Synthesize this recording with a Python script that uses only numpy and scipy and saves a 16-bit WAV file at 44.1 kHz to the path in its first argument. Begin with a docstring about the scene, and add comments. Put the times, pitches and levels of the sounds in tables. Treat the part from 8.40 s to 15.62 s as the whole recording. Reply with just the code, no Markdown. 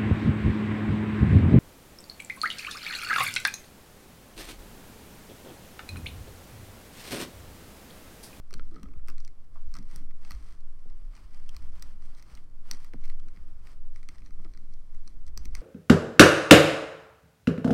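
"""A small quiet room: fingers with a plastic hook press rubber bands down the pegs of a plastic loom.
Nails and bands tick, slap and scrape as short forces that ring damped modes of the loom's parts;
knocks, pats and thuds ring the loom's rocking, the web of bands and the cloth-covered table in the same way.
Rubbing and creaking are random stick-slip jerks through such modes; cloth hiss is mostly coloured noise.
Low table rumble, a tremble below hearing through the microphone stand, room air and a hum lie beneath."""
import sys
import numpy as np
from scipy import signal
from scipy.fft import rfft, irfft, next_fast_len
from scipy.io import wavfile

SR = 44100
rng = np.random.default_rng(int(sys.argv[2]) if len(sys.argv) > 2 else 0)


def master_out(mix):
    """Clip the mix to full scale and print it as 16-bit PCM to the path in sys.argv[1]."""
    frames = np.transpose(np.atleast_2d(mix))
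    ceiling = np.clip(frames, -1, 1)
    pcm = np.round(ceiling * 32767).astype(np.int16)
    wavfile.write(sys.argv[1], SR, pcm)


N = 318251
TIME = np.arange(N) / SR  # [s]

# modes of the loom's frame, base plate, pegs and peg rims:
# (frequency [Hz], bandwidth [Hz], relative level [dB])
FRAME = [(1034, 770, -1), (1206, 136, 10.5), (1554, 200, -1.5)]
PLATE = [(1965, 147, 4.5), (2090, 41, 7), (2116, 194, 8), (2610, 260, -3), (3200, 340, -2)]
PEG = [(3220, 120, -6), (4170, 200, -1), (4530, 99, -4), (4445, 430, 0), (5730, 460, 5), (5615, 330, 6),
       (5487, 600, 1), (7880, 420, -3), (8730, 610, -1), (9190, 520, -2.5)]
RIM = [(9170, 6600, -3.5), (11850, 660, -8.5), (12400, 790, -8), (13650, 1900, 1.5), (15100, 730, -2),
       (16060, 590, -16)]
# modes of the loom rocking on the cloth: (frequency [Hz], bandwidth [Hz], relative level [dB])
ROCKING = [(139.8, 23.3, 5), (202.6, 21.4, 0.5), (276.4, 13.3, -1), (330.6, 24.6, -6), (391.6, 57, -8.5),
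           (555, 530, -33)]


def from_db(db):
    """Amplitude ratio of a level: 20 dB is a factor of ten."""
    return 10 ** (np.asarray(db) / 20)


def rms_one(x):
    """Normalise the mean power to 1."""
    return x / np.sqrt(np.mean(x ** 2) + 1e-30)


def add(out, s, sound):
    """Superpose a sound on out from time s."""
    i = max(round(s * SR), 0)
    out[i:i + len(sound)] += sound[:max(N - i, 0)]


def noise(spectrum):
    """Spectral shaping: white noise is filtered to a colour with steep ends, at rms 1."""
    hz, db = np.transpose(spectrum)
    size = next_fast_len(N)
    f = np.maximum(np.fft.rfftfreq(size, 1 / SR), 1)
    low_end = 1 + (hz[0] / f) ** 8
    high_end = 1 + (f / hz[-1] / 2) ** 8
    colour = from_db(np.interp(np.log(f), np.log(hz), db)) / np.sqrt(low_end * high_end)
    white = rng.standard_normal(size)
    return rms_one(irfft(rfft(white) * colour, size)[:N])


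def drift(per_s):
    """Slow random fluctuation: Gaussian values, per_s of them a second, joined by straight lines."""
    values = rng.standard_normal(4000)
    return np.interp(TIME * per_s, np.arange(len(values)), values)


def resonate(force, modes, detune=0, uneven_db=0):
    """Modal superposition: parallel damped resonators, each randomly detuned and weighted."""
    out = 0
    for k, (hz, width, db) in enumerate(modes):
        shift, weight = rng.standard_normal(2)
        radius = np.exp(-np.pi * width / SR)  # a wider mode decays faster
        angle = 2 * np.pi * hz * (1 + detune * shift) / SR
        poles = [1, -2 * radius * np.cos(angle), radius * radius]
        ringing = signal.lfilter([1, 0, -1], poles, force + 1e-18)
        gain = (1 - radius * radius) / 2 * from_db(db + uneven_db * weight)
        out = out + (-1) ** k * gain * ringing  # neighbouring modes have opposite sign
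    return out


def favour(modes, centre_hz, fall_db):
    """Position-dependent excitation: modes fall by fall_db an octave off centre_hz, up to one octave."""
    return [(hz, width, db - fall_db * min(abs(np.log2(hz / centre_hz)), 1)) for hz, width, db in modes]


def blow(modes, contact_s, scuff, span_s, detune, uneven_db):
    """Impact excitation: an impulse and a brief noisy scuff ring the modes; rms 1 over the first span_s."""
    t = np.arange(int(8 * span_s * SR)) / SR
    grip = t / contact_s * np.exp(-t / contact_s)  # swells and dies
    force = scuff * rng.standard_normal(len(t)) * grip / np.sqrt(np.sum(grip ** 2))
    force[int(contact_s * SR / 2)] += 1
    sound = resonate(force, modes, detune, uneven_db)
    edges_hz = [modes[0][0] / 2, min(modes[-1][0] * 1.5, SR * .45)]
    sound = signal.sosfilt(signal.butter(2, edges_hz, "band", fs=SR, output="sos"), sound)
    return sound / np.sqrt(np.mean(sound[:int(span_s * SR)] ** 2))


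def slips(per_s, spread_db):
    """Stick-slip friction: jerks of uneven size and random sign at random moments."""
    sizes = from_db(spread_db * np.minimum(rng.exponential(1, N), 4))
    signs = rng.choice([-1, 1], N)
    return sizes * signs * (rng.random(N) < per_s / SR)


def moves(rows, rest_db):
    """Power addition: each move is a smooth arch of gain, added in power to a resting level."""
    start_db, stop_db = -11.5, -8  # fade half a length before and after the peak
    power = from_db(rest_db) ** 2
    for s, length, db in rows:
        away = (TIME - s) / (length / 2)
        fade_db = np.where(away < 0, start_db, stop_db) * away ** 2
        power = power + from_db(db + np.maximum(fade_db, -100)) ** 2
    return np.sqrt(power)


def peg_clicks():
    """Impact on coupled parts: each touch of nail, hook or band rings frame, plate, peg and rim."""
    # touches: (time [s], frame level [dB], base plate level [dB], peg level [dB], peg rim level [dB],
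    # favoured plate frequency [Hz], favoured peg frequency [Hz]); levels of the main snap over 5 ms
    clicks = [(0.1077, -57.0, -64, -59, -66, 2300, 5070), (0.129, -64, -59, -54.5, -79.0, 2600, 5500),
              (0.1393, -50, -52.5, -44, -59, 2750, 4970), (0.1815, -82, -84, -65, -90.0, 2600, 4700),
              (0.1955, -57, -59, -64, -85, 2950, 4500), (0.3123, -65, -78, -72, -90.0, 2900, 4500),
              (0.344, -72, -76, -65, -83, 2900, 5100), (0.359, -70, -85, -62, -90.0, 2900, 4530),
              (0.3676, -84, -80.0, -73, -90.0, 2300, 4530), (0.397, -73, -73, -70, -90.0, 2100, 4500),
              (0.431, -55, -60, -56, -64, 2900, 6200), (0.486, -69, -70, -78, -90.0, 2600, 6000),
              (0.537, -64, -67, -75.0, -88.0, 2300, 6000), (0.675, -78, -79, -63, -90.0, 1900, 6800),
              (0.684, -49.5, -51.5, -52.5, -57, 2300, 5800), (0.6902, -51, -62, -61, -60, 2900, 5100),
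              (0.7001, -53.5, -60, -54.5, -68, 2600, 5170), (0.7812, -65, -61, -59, -90.0, 1900, 5540),
              (0.8028, -65, -74.0, -57, -90.0, 1900, 5500), (0.8485, -73, -64, -54, -92, 2900, 5640),
              (0.8774, -84, -58.5, -57, -90.0, 2100, 5630), (1.3402, -56, -66, -48, -67, 1980, 6000),
              (1.352, -51, -56, -53.5, -68, 1900, 6100), (1.367, -61, -59, -52.5, -66, 1900, 5240),
              (1.3867, -65, -60, -55, -68, 2100, 5600), (1.4262, -71, -70, -66.5, -74, 2100, 5500),
              (1.56, -65, -59, -48.5, -52, 2100, 7400), (1.7099, -71, -63, -72.5, -92, 1900, 4450),
              (1.8492, -57.5, -57.5, -58, -90.0, 2600, 4900), (1.9079, -46, -47, -47.5, -52.5, 1900, 5930),
              (1.9179, -54.5, -57, -49.5, -65, 2600, 5200), (2.2061, -77, -76, -69.5, -81, 2900, 5100),
              (2.4995, -82, -71, -69, -90.0, 1900, 4400), (2.735, -69, -66, -78, -90, 2100, 4500),
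              (2.752, -77, -64, -61, -90.0, 2300, 5500), (2.7766, -59, -66, -73, -81.0, 1900, 5500),
              (3.0918, -66, -52.5, -53.5, -63, 3200, 5800),
              (3.1654, -58.5, -55.5, -49.5, -56.5, 2300, 4900), (3.396, -86, -86, -63, -77, 1900, 6900),
              (3.4239, -57, -55, -46, -51.5, 1900, 5000), (3.6226, -66, -68.5, -69, -79, 1900, 4500),
              (3.749, -80, -84, -63, -88, 3200, 4470), (3.7963, -78, -66, -62, -90.0, 2300, 5130),
              (3.825, -70, -61, -58, -67, 1900, 4670), (3.899, -81, -66, -69, -82.0, 2300, 5100),
              (3.9513, -66, -80.0, -55.5, -70, 1900, 5060), (3.973, -63, -61, -68, -76, 3200, 8700),
              (4.3122, -49, -43.5, -32.5, -46.5, 1900, 5120), (4.334, -80.0, -61, -50, -82.0, 2100, 4530),
              (4.4456, -60.5, -58.0, -61.5, -63, 1900, 5130), (4.5362, -55, -73, -62.5, -71, 1900, 5330),
              (4.639, -67, -59, -63, -76, 1900, 4460), (4.649, -67, -58, -66, -82, 1900, 4500),
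              (4.655, -65, -66, -61, -68, 2600, 5000), (4.699, -62, -52.5, -58.5, -66, 1900, 4540),
              (4.7988, -65.5, -68, -67, -90.0, 3200, 5100), (4.8848, -64.5, -63.5, -64, -90.0, 1900, 5600),
              (4.962, -81, -65, -71, -88, 2000, 4500), (4.9722, -72, -58.5, -81, -83, 2100, 4600),
              (5.271, -80.0, -56.5, -64, -71, 2100, 4500), (5.56, -64, -56, -60, -77, 1900, 5950),
              (5.63, -68, -59.5, -64, -84.0, 1900, 4760), (5.688, -58, -49, -49.5, -69, 2600, 5430),
              (5.7829, -82, -62, -65, -80, 1900, 5500), (5.82, -72, -61, -78.0, -90.0, 1900, 5500),
              (5.8612, -72, -65, -60, -90.0, 1900, 5030), (5.871, -70, -66, -82, -90.0, 2300, 8700),
              (5.907, -65.5, -67, -67.5, -90.0, 1900, 5070), (6.047, -66, -61.5, -62.5, -90.0, 2600, 4440),
              (6.137, -76, -64, -62.0, -88, 1900, 4800), (6.148, -65, -67, -69, -90.0, 1900, 4200),
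              (6.1744, -64.5, -62.5, -59.5, -84.0, 1900, 4900),
              (6.3375, -76, -70, -63.0, -90.0, 1900, 5040), (6.547, -70, -68.5, -68, -78, 1900, 5640),
              (6.6764, -62.5, -66, -52, -89.0, 2300, 5730), (6.8661, -74.0, -81, -59.5, -83, 2900, 5860),
              (6.8787, -75, -71, -64, -85, 2900, 6000), (6.9751, -50, -51, -39, -52, 2330, 5500),
              (7.051, -80.0, -65, -62, -65, 2900, 5900), (7.055, -62, -54, -48.5, -59.5, 2300, 5600),
              (7.1511, -52.5, -43.5, -41, -55, 2300, 5940)]
    out = np.zeros(N)
    span_s, detune, uneven_db = .005, .006, 1.0
    for s, *levels, plate_hz, peg_hz in clicks:
        parts = FRAME, favour(PLATE, plate_hz, fall_db=38.5), favour(PEG, peg_hz, fall_db=10.5), RIM
        for modes, db in zip(parts, levels):
            snap = blow(modes, contact_s=.0005, scuff=0.83, span_s=span_s, detune=detune, uneven_db=uneven_db)
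            # a softer, noisy scuff overlaps each snap, from 2.5 ms before it to shortly after
            soft = blow(modes, contact_s=0.0028, scuff=23.0, span_s=span_s, detune=detune, uneven_db=uneven_db)
            add(out, s, from_db(db) * snap)
            add(out, s - .0025, from_db(db - 15.5) * soft)
    return out


def band_snaps():
    """Sudden release: a stretched band slips off and slaps the frame with a crack, a ring and a thump."""
    # slaps: (time [s], crack level [dB], crack frequency [Hz], ring level [dB], ring frequency [Hz],
    # thump level [dB]); levels over the first 5 ms
    snaps = [(0.1956, -55, 1460, -52, 1367, -54), (0.595, -68, 1680, -71, 1370, -74),
             (2.776, -70, 1900, -63, 1166, -76), (4.5354, -52.5, 2020, -61.5, 1180, -49)]
    # modes of the slapped web of bands: (frequency [Hz], bandwidth [Hz], relative level [dB])
    thump = [(218, 100, 2), (443, 165, 6.5)]
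    out = np.zeros(N)
    crack_width_hz, ring_width_hz = 520, 60
    for s, crack_db, crack_hz, ring_db, ring_hz, thump_db in snaps:
        crack = [(crack_hz, crack_width_hz, 0)]
        ring = [(ring_hz, ring_width_hz, 0)]
        for modes, db in ((crack, crack_db), (ring, ring_db), (thump, thump_db)):
            sound = blow(modes, contact_s=.0002, scuff=0.15, span_s=.005, detune=.003, uneven_db=0)
            add(out, s, from_db(db) * sound)
    return out


def scrapes():
    """Stick-slip excitation: a dragging nail's dense crackle rings the same four parts as a click."""
    # drags: (start [s], length [s], frame level [dB], base plate level [dB], peg level [dB],
    # peg rim level [dB]); levels in full contact
    drags = [(0.133, .025, -73, -79, -80, -84), (0.675, 0.028, -61, -78, -69, -82),
             (1.343, 0.045, -57.5, -73, -74, -85), (1.903, 0.044, -65, -75, -81, -78),
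             (3.77, 0.035, -68, -75, -74, -82), (3.968, 0.02, -75, -63, -83, -85)]
    jerks = slips(per_s=1500, spread_db=4.5)
    parts = [rms_one(resonate(jerks, modes)) for modes in (FRAME, PLATE, PEG, RIM)]
    edge_s = 0.011  # ramp into and out of contact
    out = np.zeros(N)
    for s, length, *levels in drags:
        touching = np.clip(np.minimum(TIME - s, s + length - TIME) / edge_s, 0, 1)
        out += touching * sum(from_db(db) * part for db, part in zip(levels, parts))
    return out


def frame_knocks():
    """Rigid-body rocking: the loom bumps on the cloth and rings its rocking modes."""
    # bumps: (time [s], relative level [dB], favoured rocking frequency [Hz])
    knocks = [(0.106, -70, 153), (0.126, -62, 377), (0.146, -55.5, 243), (0.165, -60.5, 207),
              (0.197, -60.5, 172), (0.316, -60.5, 270), (0.334, -62, 292), (0.356, -63, 302),
              (0.403, -64, 200), (0.431, -53, 218), (0.447, -66, 202), (0.482, -69, 385), (0.501, -72, 203),
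              (0.538, -67.5, 280), (0.558, -60, 171), (0.684, -64.5, 400.0), (1.34, -67, 148),
              (1.367, -67, 198), (1.385, -54.5, 206), (1.401, -56, 200), (1.528, -63, 152),
              (1.557, -58, 139), (1.612, -67.5, 270), (1.847, -71, 195), (1.905, -60.5, 191),
              (2.456, -63.5, 172), (4.314, -62, 207), (4.542, -51, 199), (4.974, -65.5, 145),
              (5.687, -66, 275), (5.824, -67, 270), (5.99, -64, 151), (6.006, -72, 280), (6.045, -61, 280),
              (6.971, -58.5, 152), (7.01, -72, 200), (7.052, -62.5, 266)]
    out = np.zeros(N)
    for s, db, hz in knocks:
        modes = favour(ROCKING, hz, fall_db=17.5)
        sound = blow(modes, contact_s=0.0028, scuff=0.51, span_s=.03, detune=0.0017, uneven_db=4.0)
        add(out, s, from_db(db + 5.0) * sound)
    return out


def band_pats():
    """Damped membrane-like modes: a fingertip pats the web of bands in a soft, long contact."""
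    # pats: (time [s], level over the first 30 ms [dB])
    pats = [(1.152, -59.5), (2.5, -73), (5.99, -71), (6.044, -71)]
    # modes of the damped web of bands: (frequency [Hz], bandwidth [Hz], relative level [dB])
    web = [(487, 70, -15), (646, 58, 1.5), (1110, 210, -4)]
    out = np.zeros(N)
    for s, db in pats:
        sound = blow(web, contact_s=0.01273, scuff=0.95, span_s=.03, detune=0.0076, uneven_db=3.0)
        add(out, s, from_db(db) * sound)
    return out


def table_thuds():
    """Low-frequency plate modes: a hand leans on the table and its top answers."""
    # thuds: (time [s], relative level [dB])
    thuds = [(0.133, -45), (0.449, -42), (0.563, -40.5), (0.674, -65), (0.801, -54), (1.264, -36),
             (1.354, -50), (1.556, -42.5), (1.645, -51), (1.935, -36), (2.834, -45), (3.149, -44),
             (3.434, -53), (3.92, -39.5), (4.54, -40), (4.989, -40.5), (6.977, -41), (7.069, -41.5)]
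    # modes of the table top: (frequency [Hz], bandwidth [Hz], relative level [dB])
    table = [(34, 24.7, -3.5), (58.6, 19.4, -1), (74, 22, -26.5)]
    out = np.zeros(N)
    for s, db in thuds:
        sound = blow(table, contact_s=0.0045, scuff=0.64, span_s=.03, detune=0.059, uneven_db=0.0)
        add(out, s, from_db(db - 2.5) * sound)
    return out


def cloth_slides():
    """Sliding friction: cloth hisses under the pushed loom and catching fibres ring the plastic."""
    # pushes: (time of full speed [s], length [s], hiss level [dB])
    slides = [(.17, 0.37, -74), (.41, 0.22, -83), (.70, 0.11, -67), (1.18, 0.12, -71), (1.37, 0.16, -69),
              (1.54, 0.14, -61), (1.90, 0.21, -60.5), (2.08, 0.18, -64), (2.6, 1, -74), (2.79, 0.16, -62),
              (2.95, 0.12, -64), (3.04, 0.11, -69.5), (3.15, 0.11, -61.5), (3.25, 0.089, -64),
              (3.36, 0.096, -63.5), (3.46, 0.17, -63.5), (3.66, 0.15, -66), (3.78, 0.32, -68),
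              (3.92, 0.16, -61), (4.32, 0.15, -58), (4.42, 0.15, -63), (4.67, 0.17, -65),
              (4.96, 0.43, -71.5), (5.29, .13, -62), (5.57, .06, -70), (5.74, 0.17, -68),
              (6.02, 0.098, -74.5), (7.02, 0.1, -67.5), (7.19, 0.12, -58.5)]
    # hiss of the cloth: (frequency [Hz], relative spectrum level [dB])
    cloth = [(150, 11.5), (400, -2), (800, -1.5), (1250, 2.5), (1650, -3.5), (2100, -4.5), (2700, -7),
             (3200, -6.5), (3900, -13), (4700, -7), (6900, -16.5), (8500, -12.5), (10200, -20),
             (15500, -24.5)]
    weave = from_db(1.4 * drift(60))  # uneven cloth
    fibres = rms_one(resonate(slips(per_s=130, spread_db=4), FRAME + PLATE + PEG))
    return moves(slides, rest_db=-77) * (weave * noise(cloth) + from_db(-8) * fibres)


def finger_rubs():
    """Stick-slip friction: skin and rubber slip on the pegs and ring plate, pegs and rims."""
    # rubs: (time of full speed [s], length [s], relative level [dB])
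    rubs = [(.16, 0.11, -86), (.33, 0.38, -79.5), (.8, 0.065, -77), (1.29, 0.17, -80.5), (1.54, 0.15, -69),
            (1.91, 0.2, -71), (2.07, 0.16, -71), (3.04, 0.045, -85), (3.23, .1, -85), (3.66, 0.079, -74.5),
            (3.78, 0.03, -66.5), (4.44, 0.089, -70), (4.65, 0.023, -68), (5.58, 0.15, -76.5),
            (5.85, 0.057, -75), (6.16, 1, -80), (6.69, 0.1, -74.5), (6.88, 0.019, -68), (7.03, 0.055, -88)]
    jerks = slips(per_s=700, spread_db=-0.5)
    parts = (PLATE, -2), (PEG, 0), (RIM, -14)  # with levels [dB]
    plastic = sum(from_db(db) * rms_one(resonate(jerks, modes)) for modes, db in parts)
    return moves(rubs, rest_db=-102) * plastic


def frame_creaks():
    """Stick-slip under load: slips ring the frame's bending, rasp frame and plate and shake the loom."""
    # creaks: (time of full pressure [s], length [s], relative level [dB])
    creaks = [(.15, 0.061, -68), (.365, 0.07, -59), (.44, 0.04, -59.5), (.52, 0.15, -71),
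              (.692, 0.032, -59), (1.36, 0.049, -74), (6.005, 0.06, -70), (6.055, 0.03, -66)]
    # main bending mode of the frame: (frequency [Hz], bandwidth [Hz], relative level [dB])
    bending = [(1255, 165, 0)]
    strain = slips(per_s=290, spread_db=3.5)
    creaking = rms_one(resonate(resonate(strain, bending), bending))  # twice, for a narrower band
    rasping = from_db(-9) * rms_one(resonate(strain, FRAME + PLATE))
    shaking = from_db(1.5) * rms_one(resonate(strain, favour(ROCKING, 440, fall_db=12.0)))
    return moves(creaks, rest_db=-92.5) * (creaking + rasping + shaking)


def loom_stirs():
    """Random excitation of rocking: small slips shake the loom as it shifts under the hands."""
    # shifts: (time of full speed [s], length [s], level [dB])
    stirs = [(.17, 0.09, -61), (.41, 0.31, -54.5), (.72, 0.055, -60), (1.38, 0.1, -55.5),
             (1.63, 0.24, -62.5), (2.02, 0.1, -64), (2.47, 0.081, -78), (3.3, 1, -67), (3.96, 0.21, -64.5),
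             (4.34, 0.038, -57.5), (4.57, 0.094, -70.5), (4.85, 0.09, -60), (5.02, 0.37, -67),
             (5.8, 0.71, -70), (6.07, 0.6, -64.5), (6.71, 0.32, -65.5), (7.08, 0.48, -57.5)]
    jerks = slips(per_s=900, spread_db=3.0)
    return moves(stirs, rest_db=-74.5) * rms_one(resonate(jerks, favour(ROCKING, 245, fall_db=9.5)))


def table_rumble():
    """Structure-borne low noise: moving arms rumble the table, and fingertip presses make its top give."""
    # arm movements: (time of full speed [s], length [s], level [dB])
    leans = [(.24, 0.23, -45), (.6, 0.42, -45), (1.37, 0.29, -48.5), (2.0, 0.24, -41), (3.3, 0.47, -45),
             (4.02, 0.14, -68), (4.57, 0.23, -48), (5.1, 1, -53), (5.9, 0.46, -49), (6.75, 0.13, -46),
             (7.1, 0.47, -35.5)]
    # fingertip presses: (time of full pressure [s], length [s], level [dB])
    presses = [(2.53, .09, -39), (2.62, 0.15, -31), (5.89, 0.15, -40), (6.08, 0.11, -36)]
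    # spectra of the rumble and of the giving table top: (frequency [Hz], relative spectrum level [dB])
    rumble = [(18, -27), (33, 20), (44, 4), (57, 10), (75, -13.5), (100, -17), (160, -42)]
    give = [(22, 12), (33, -1.5), (45, -21.5), (60, -26.5), (85, -31), (130, -43)]
    return moves(leans, rest_db=-55) * noise(rumble) + moves(presses, rest_db=-np.inf) * noise(give)


def stand_sway():
    """Infrasonic vibration: the microphone stand trembles mostly below the range of hearing."""
    # (frequency [Hz], relative spectrum level [dB])
    spectrum = [(6, -3), (7, 8), (12, 8), (15, -15), (19, -28), (60, -83)]
    return from_db(-28.5) * noise(spectrum)


def room(x, t60, wet_db, wall_hz):
    """Diffuse reverberation: an exponentially decaying noise tail, 5 ms late and dulled by the walls."""
    t = np.arange(SR // 2) / SR
    tail = rng.standard_normal(len(t)) * np.exp(-np.log(1000) * t / t60) * (t > .005)
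    tail = tail / np.sqrt(np.sum(tail ** 2))
    tail = signal.sosfilt(signal.butter(1, min(wall_hz, SR * .45), fs=SR, output="sos"), tail)
    return x + from_db(wet_db) * signal.fftconvolve(x, tail)[:N]


def background():
    """Stationary noise and tones: coloured room air and faint hum tones of slowly wandering phase."""
    # room air: (frequency [Hz], relative spectrum level [dB])
    air = [(47, -26), (80, 0), (96, -11.5), (133, -12.5), (232, -23), (271, -19), (378, -26), (461, -27.5),
           (575, -28), (1000, -35), (1090, -32), (2720, -46), (3030, -45), (12500, -49.5), (16000, -60)]
    # hum tones: (frequency [Hz], rms level [dB])
    hum_tones = [(90.5, -72.5), (129.5, -74.5), (1061, -85)]
    hum = 0
    for hz, db in hum_tones:
        phase = 2 * np.pi * hz * TIME + 0.71 * drift(6.1)
        hum = hum + from_db(db) * np.sqrt(2) * np.sin(phase)
    return from_db(-62) * noise(air) + hum


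def scene():
    """Superposition: short contacts sound with the room's tail, other sources directly; one channel."""
    contacts = peg_clicks() + band_snaps() + scrapes() + frame_knocks() + band_pats() + table_thuds()
    loom = room(contacts, t60=0.19, wet_db=-17, wall_hz=8260)
    friction = cloth_slides() + finger_rubs() + frame_creaks()
    handling = loom_stirs() + table_rumble() + stand_sway()
    return (loom + friction + handling + background())[None]


def record(dry):
    """Band limiting: a steep elliptic low-pass cuts the top above 16 kHz."""
    return signal.sosfilt(signal.ellip(10, .2, 70, 16000, fs=SR, output="sos"), dry)


dry = scene()
out = record(dry)
master_out(out)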